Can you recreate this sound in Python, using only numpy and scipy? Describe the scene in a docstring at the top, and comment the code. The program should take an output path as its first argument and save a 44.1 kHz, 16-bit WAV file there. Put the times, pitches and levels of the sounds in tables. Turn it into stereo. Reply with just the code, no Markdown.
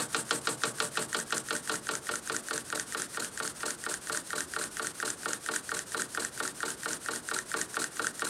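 """A small oscillating-cylinder engine on compressed air, clamped in a vice on a wooden bench in a small workshop.
Close to the microphone it starts at six turns a second, slows to just over four, then gains a little.
In each turn the exhaust port rasps and puffs, the piston and rod tick, air leaks at the inlet port,
the pivot ticks and the crank pin knocks. Air is shaped noise; blows ring decaying modes of metal and bench.
Echoes and a quiet floor of noise surround it."""
import sys
import numpy as np
from scipy import signal
from scipy.fft import rfft, irfft, next_fast_len
from scipy.io import wavfile

SR = 44100
rng = np.random.default_rng(int(sys.argv[2]) if len(sys.argv) > 2 else 0)


def generate_wav(sig):
    """Save sig (samples, or channels by samples) to the path in sys.argv[1] as 16-bit PCM at SR."""
    pcm = np.round(np.clip(np.atleast_2d(sig).T, -1, 1) * 32767).astype(np.int16)
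    wavfile.write(sys.argv[1], SR, pcm)


N = 365588
TIME = np.arange(-SR // 2, N) / SR  # seconds; the engine is already running before time zero
AGE = np.arange(SR // 2) / SR  # seconds since a blow


def amp(db):
    """Decibels to gain."""
    return 10 ** (np.asarray(db) / 20)


def white():
    """White noise of rms 1."""
    return rng.standard_normal(len(TIME))


def colour(x, points):
    """Filter a signal by a (Hz, dB) spectrum, interpolated over log frequency."""
    hz, db = np.transpose(points)
    size = next_fast_len(len(x))
    bins_hz = np.fft.rfftfreq(size, 1 / SR)
    gain = amp(np.interp(np.log(bins_hz + 1), np.log(hz), db))
    return irfft(rfft(x, size) * gain, size)[:len(x)]


def noise(points):
    """Coloured noise of rms 1."""
    x = colour(white(), points)
    return x / x.std()


def band(x, lo_hz, hi_hz, order=2):
    """Band-pass."""
    return signal.sosfilt(signal.butter(order, [lo_hz, hi_hz], "band", fs=SR, output="sos"), x)


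def unit(x):
    """Scale a response to energy 1."""
    return x / np.sqrt(np.sum(x ** 2))


def decay(t60):
    """Exponential decay that falls 60 dB in t60 seconds."""
    return np.exp(-np.log(1000) * AGE / t60)


def modes(table, signs=1):
    """Impulse response of a body: a sum of decaying sine modes."""
    hz, db, t60 = np.transpose(table)[:, :, None]
    partials = signs * amp(db) * decay(t60) * np.sin(2 * np.pi * hz * AGE)
    return unit(np.sum(partials, axis=0))


def echoes(t60, build):
    """Dense reflections that build up over a few milliseconds (build, in seconds) and die away."""
    return unit(rng.standard_normal(len(AGE)) * decay(t60) * np.minimum(AGE / build, 1) ** 2)


def ring(x, response):
    """Drive a body with a force."""
    return signal.fftconvolve(x, response)[:len(x)]


def blows(times, db):
    """One impulse per blow."""
    force = np.zeros(len(TIME))
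    inside = times < TIME[-1]
    force[np.searchsorted(TIME, times[inside])] = amp(db)[inside]
    return force


def chatter(times, db, length, rough):
    """Blows followed by a brief scrape, different each time, as the parts settle; length in seconds."""
    force = blows(times, db)
    fade = signal.lfilter([1], [1, -np.exp(-1 / (length * SR))], force)
    return force + rough * fade * white() * np.sqrt(2 / (length * SR))


# The flywheel runs down and settles. Each row: time in seconds, speed in turns per second.
TURN_RATE = [(0.54, 6.135), (1.26, 5.6), (2.09, 4.889), (2.75, 4.542), (3.39, 4.345), (4.11, 4.275),
             (5.9, 4.378), (7.68, 4.399), (8.29, 4.446)]
FIRST_KNOCK_S = .1459  # the first knock after time zero


def crank():
    """Turns made, speed (0 slowest, 1 fastest) and the moments at which the crank pin knocks."""
    rate = np.interp(TIME, *np.transpose(TURN_RATE))
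    turns = np.cumsum(rate) / SR
    turns = turns - np.interp(FIRST_KNOCK_S, TIME, turns)
    whole_turns = np.arange(np.ceil(turns[0]), turns[-1])
    knocks = np.interp(whole_turns, turns, TIME)
    return turns, (rate - rate.min()) / np.ptp(rate), knocks


# Metal frame and vice. Each row: mode in Hz, relative level in dB, t60 in seconds.
FRAME = [(1220, -27, 0.054), (1211, 2.5, 0.046), (1362, 12, 0.046), (1460, 22, 0.011), (1472, 3.5, 0.042),
         (1760, -62, 0.0083), (1824, 3, 0.065), (2670, -53, 0.0047), (2973, 7.5, 0.048),
         (3160, -46, 0.0041), (4430, 20, 0.012), (4770, -2, .01)]


def metal_frame():
    """The frame and vice ring as a set of short metallic modes."""
    return modes(FRAME)


# Bench top with its tools. Each row: mode in Hz, relative level in dB, t60 in seconds.
BENCH = [(102, -26.5, 0.55), (122.7, -16.5, 0.61), (141.5, -10, 0.32), (164.5, -12, 0.28),
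         (195.5, -14, 0.2), (231.1, -12.5, .4), (310, 0.5, 0.15), (375, -2.5, 0.16), (437.7, 1.5, 0.16),
         (491.6, 4.5, 0.11), (549, -8, 0.23), (595, -5, 0.24), (661, -1.5, 0.11), (770, 2, 0.1),
         (843, -4.5, 0.23), (904, -4, 0.36), (970, -11.5, 0.096), (1110, -20, 0.086), (1125, 2, 0.42),
         (1375, 7.5, 0.072), (2196, -6, 0.17)]


def bench_top():
    """Neighbouring bench modes swing in opposite senses at the vice, so the wood answers late."""
    return modes(BENCH, signs=(-1) ** np.arange(len(BENCH))[:, None])


# Air through the ports over one turn. Each row: share of the turn after the knock, relative flow in dB.
PORT_FLOW = [(0, -65), (.014, -4), (.03, -13.5), (.085, -23), (.115, -8), (.2, -1.5), (.33, -1.5),
             (.47, -6.5), (.52, -10.5), (.58, -24.5), (.66, -12.5), (.73, -10), (.8, -9), (1, -4)]
# Spectrum of air at the exhaust port. Each row: frequency in Hz, relative level in dB per Hz.
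EXHAUST_COLOUR = [(70, -34), (300, -13), (900, -15), (1550, 1), (2200, -13.5), (3500, -9.5), (5500, -9.5),
                  (7000, -7.5), (8200, -3), (8900, 1), (10000, -5.5), (11500, -12.5), (15500, -32.5)]
# Spectrum of air at the inlet port. Each row: frequency in Hz, relative level in dB per Hz.
INLET_COLOUR = [(70, -36), (300, -10), (900, -11), (1500, -0.5), (2200, -8.5), (3500, -7), (5500, -4.5),
                (7500, -3.5), (8800, 3), (9700, -0.5), (10800, -6.5), (12500, -12.5), (15500, -26)]
# Rasp of the exhaust as it cracks open. Each row: share of the turn after the knock, relative level in dB.
RASP_LEVEL = [(0, -60), (.085, -17), (.105, -3), (.125, 0), (.15, 0.5), (.17, -30), (.25, -4), (.4, -60),
              (1, -58)]
# Spectrum of the rasp. Each row: frequency in Hz, relative level in dB per Hz.
RASP_COLOUR = [(150, -40), (1000, -1.5), (2500, -5), (3500, -9), (4100, 4), (4700, -1.5), (5700, -6),
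               (7100, 0), (8300, 1.5), (9500, -4.5), (11500, -16), (12400, -11), (15500, -29)]


def air(angle, speed):
    """Air hisses through the ports as the cylinder rocks over them, and rasps as the exhaust opens."""
    flow = amp(np.interp(angle, *np.transpose(PORT_FLOW)) + 0.5 * speed)
    # the fuller cylinder of a fast stroke makes the exhaust hole sing
    whistle = amp(-27.5) * speed * band(white(), 7600, 8850)
    low_rush = amp(-31.5) * band(white(), 164, 400, order=4)
    exhaust = amp(-36.5) * noise(EXHAUST_COLOUR) + whistle + low_rush
    inlet = amp(-36.0) * noise(INLET_COLOUR)
    hiss = flow * np.where(angle < .62, exhaust, inlet)
    rasp = amp(np.interp(angle, *np.transpose(RASP_LEVEL)) - 35) * noise(RASP_COLOUR)
    flutter = amp(1.46 * noise([(20, 23), (300, 0), (900, -65)]))  # level wavers by 1.46 dB rms
    return flutter * (hiss + rasp)


def puffs(angle, speed, frame, bench):
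    """The cylinder empties with a soft thump; at speed more pressure is left, and the jet shakes the frame."""
    times = TIME[1:][np.diff(1 * (angle > .105)) > 0]  # the exhaust opens
    push = np.sqrt(np.interp(times, TIME, speed))
    thump_force = chatter(times, 4 * push, length=0.0088, rough=0.42)
    thump = amp(-10.5) * band(ring(thump_force, bench), 272, 634, order=3)
    surge_db = 14 * (push - 1)
    surge = chatter(times, surge_db, length=.02, rough=0.24)
    bench_boom = amp(1.5) * ring(surge, bench)
    echo_boom = amp(-6) * ring(surge, echoes(t60=0.63, build=.01))
    boom = band(bench_boom + echo_boom, 106.6, 243, order=5)
    jet = chatter(times, surge_db, length=0.013, rough=2.18)
    shaken = band(amp(-18.5) * ring(jet, frame) + amp(-12.5) * jet, 387, 3650, order=4)
    return thump + boom + shaken


SEATED_SPEED = .7  # above this speed (0-1) the load keeps the joints seated and their ticks fade
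TICK_SCATTER_DB, TICK_SCATTER_S = 1.5, .0006  # rms, from turn to turn


def snaps(joint, knocks, speed):
    """Times and levels of a joint's ticks: once a turn near the same crank angle, never quite alike."""
    slow_share, fast_share, slow_db, fast_db = joint
    late, strong = rng.standard_normal((len(knocks), 2)).T
    share = slow_share + (fast_share - slow_share) * speed
    after = share / np.interp(knocks, *np.transpose(TURN_RATE))
    db = np.interp(speed, [SEATED_SPEED, 1], [slow_db, fast_db])
    return knocks + after + TICK_SCATTER_S * late, db + TICK_SCATTER_DB * strong


# Steel rod and pins. Each row: mode in Hz, relative level in dB, t60 in seconds.
STEEL = [(3460, -9, 0.001), (5030, -13.5, 0.0076), (6330, -10, 0.0065), (6730, 3, 0.0048),
         (7500, 8.5, 0.0034), (8700, 1, 0.0019), (9050, -24, 0.0016)]


def tick(times, db, frame, steel_db, frame_db, ring_hz, length, rough):
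    """A loose joint snaps over: a bright steel click and a short ring of the frame."""
    click = band(ring(chatter(times, db, length, rough), modes(STEEL)), 1780, 8800, order=4)
    frame_force = band(chatter(times, db, length, rough=0.48), ring_hz / 1.131, ring_hz * 1.115)
    return amp(steel_db) * click + amp(frame_db) * ring(frame_force, frame)


# Where each loose joint changes sides. Each holds: share of the turn after the knock when slow,
# the same at full speed, relative level in dB when slow, the same at full speed.
PISTON = (.214, .258, 0, -12)
ROD = (.325, .301, -.5, -14)
PIVOT = (-.114, -.099, -.5, -5.5)
# Slow change in the rod's tick. Each row: time in seconds, relative level in dB.
ROD_LEVEL = [(1.4, 0), (4.3, -1.5), (5.6, 1), (6.6, -1.3), (7.6, 2.5), (8.2, 1)]


def ticks(knocks, frame, speed):
    """Piston, rod and pivot each change sides once a turn; the rod bounces once, high and thin."""
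    piston_s, piston_db = snaps(PISTON, knocks, speed)
    rod_s, rod_db = snaps(ROD, knocks, speed)
    rod_db = rod_db + np.interp(knocks, *np.transpose(ROD_LEVEL))
    pivot_s, pivot_db = snaps(PIVOT, knocks, speed)
    piston = tick(piston_s, piston_db, frame, steel_db=-21, frame_db=-4, ring_hz=1556, length=0.0033, rough=1.8)
    rod = tick(rod_s, rod_db, frame, steel_db=-9.5, frame_db=-1, ring_hz=1783, length=0.0013, rough=0.83)
    pivot = tick(pivot_s, pivot_db, frame, steel_db=-16, frame_db=-2, ring_hz=1790, length=0.0015, rough=0.94)
    bounce = ring(chatter(rod_s + 0.00091, rod_db, length=.001, rough=1.4), modes(STEEL))
    return piston + rod + pivot + amp(-15) * band(bounce, 5060, 9800, order=3)


# Strength of the crank pin's knock, once a turn. Each row: time in seconds, relative level in dB.
KNOCK_LEVEL = [(.6, 3.6), (1.6, 1.7), (3.1, -1.1), (4.3, -1.3), (5.5, .6), (7.1, .3), (8.2, 2)]
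KNOCK_SCATTER_DB = .5  # rms, from turn to turn


def knock(times, frame, bench, speed):
    """The crank pin takes up its play; three early reflections follow. Hammering and rattle grow with speed."""
    scatter_db = KNOCK_SCATTER_DB * rng.standard_normal(len(times))
    db = np.interp(times, *np.transpose(KNOCK_LEVEL)) + scatter_db
    force = chatter(times, db, length=0.006, rough=0.13)
    for delay_s, drop_db in [(.0049, 10), (.0093, 15), (.0195, 17)]:  # early reflections
        force = force + blows(times + delay_s, db - drop_db)
    body = amp(-2) * ring(band(force, 1073, 2030, order=3), frame)
    hammer_db = db + 15 * (np.tanh(2.2 * speed) - 1)
    rattle_force = chatter(times, hammer_db, length=0.0098, rough=4.38)
    rattle = amp(-11.5) * band(rattle_force, 2350, 4680, order=3)
    crack = amp(-8.5) * band(force, 2140, 4680, order=4)
    sharp_force = chatter(times, 2 * hammer_db, length=0.0062, rough=2.18)
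    sharp = amp(-16) * band(sharp_force, 4800, 8600, order=3)
    wood = amp(-8) * band(ring(force, bench), 145, 3250, order=3)
    return body + rattle + crack + sharp + wood


# Tone of the room's echoes. Each row: frequency in Hz, gain in dB.
ROOM_COLOUR = [(60, -16), (150, 0), (300, 1), (1000, -0.5), (1600, -14.5), (3000, -11), (8000, -23.5),
               (15000, -29)]


def workshop(x):
    """Echoes from the wall and the tools; the bass lingers longest."""
    bright = ring(x, echoes(t60=0.27, build=0.0091))
    bass = band(ring(x, echoes(t60=0.35, build=0.024)), 110, 306)
    return colour(bright, ROOM_COLOUR) + amp(-2.5) * bass


# Steady background noise. Each row: frequency in Hz, relative level in dB.
FLOOR = [(20, -1), (45, -5), (65, 3), (90, 1), (150, 3.5), (350, 4), (900, -4), (1400, -1.5), (2300, -13),
         (8000, -15), (15500, -34)]
# Sound scattered sideways by nearby surfaces. 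Each row: frequency in Hz, side gain in dB.
WIDTH = [(60, -17), (300, -23), (700, -20), (1400, -24), (4400, -26), (8000, -15), (15000, -7)]
# Lean of the stereo image. Each row: frequency in Hz, left minus right in dB.
BALANCE = [(100, 1.1), (600, 2.1), (1400, .8), (3000, .3), (6000, 2.1), (14000, 2.3)]


def scene():
    """The crank angle drives everything; speed is 0 at the slow tick-over and 1 at the fastest."""
    turns, speed, knocks = crank()
    angle, turn_speed = turns % 1, np.interp(knocks, TIME, speed)
    frame, bench = metal_frame(), bench_top()
    engine = air(angle, speed) + puffs(angle, speed, frame, bench)
    engine = engine + ticks(knocks, frame, turn_speed) + knock(knocks, frame, bench, turn_speed)
    mid = engine + amp(-4.5) * workshop(engine) + amp(-51.5) * noise(FLOOR)
    scatter = colour(ring(engine, echoes(t60=.04, build=.001)), WIDTH)
    side = scatter + amp(-21.5) * workshop(engine) + amp(-57) * noise(FLOOR)
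    channels = []
    for sign in (1, -1):  # left, right
        tilt = [(hz, sign * db / 2) for hz, db in BALANCE]
        channels.append(colour(mid + sign * side, tilt)[-N:])
    return np.array(channels)


TOP_HZ = 15750  # upper limit of the recorder


def record(dry):
    """The microphone drops the deepest bass and the recorder cuts the top."""
    lean = signal.sosfilt(signal.butter(2, 42, "high", fs=SR, output="sos"), dry)
    return signal.sosfilt(signal.ellip(10, .1, 80, TOP_HZ, fs=SR, output="sos"), lean)


dry = scene()
out = record(dry)
generate_wav(out)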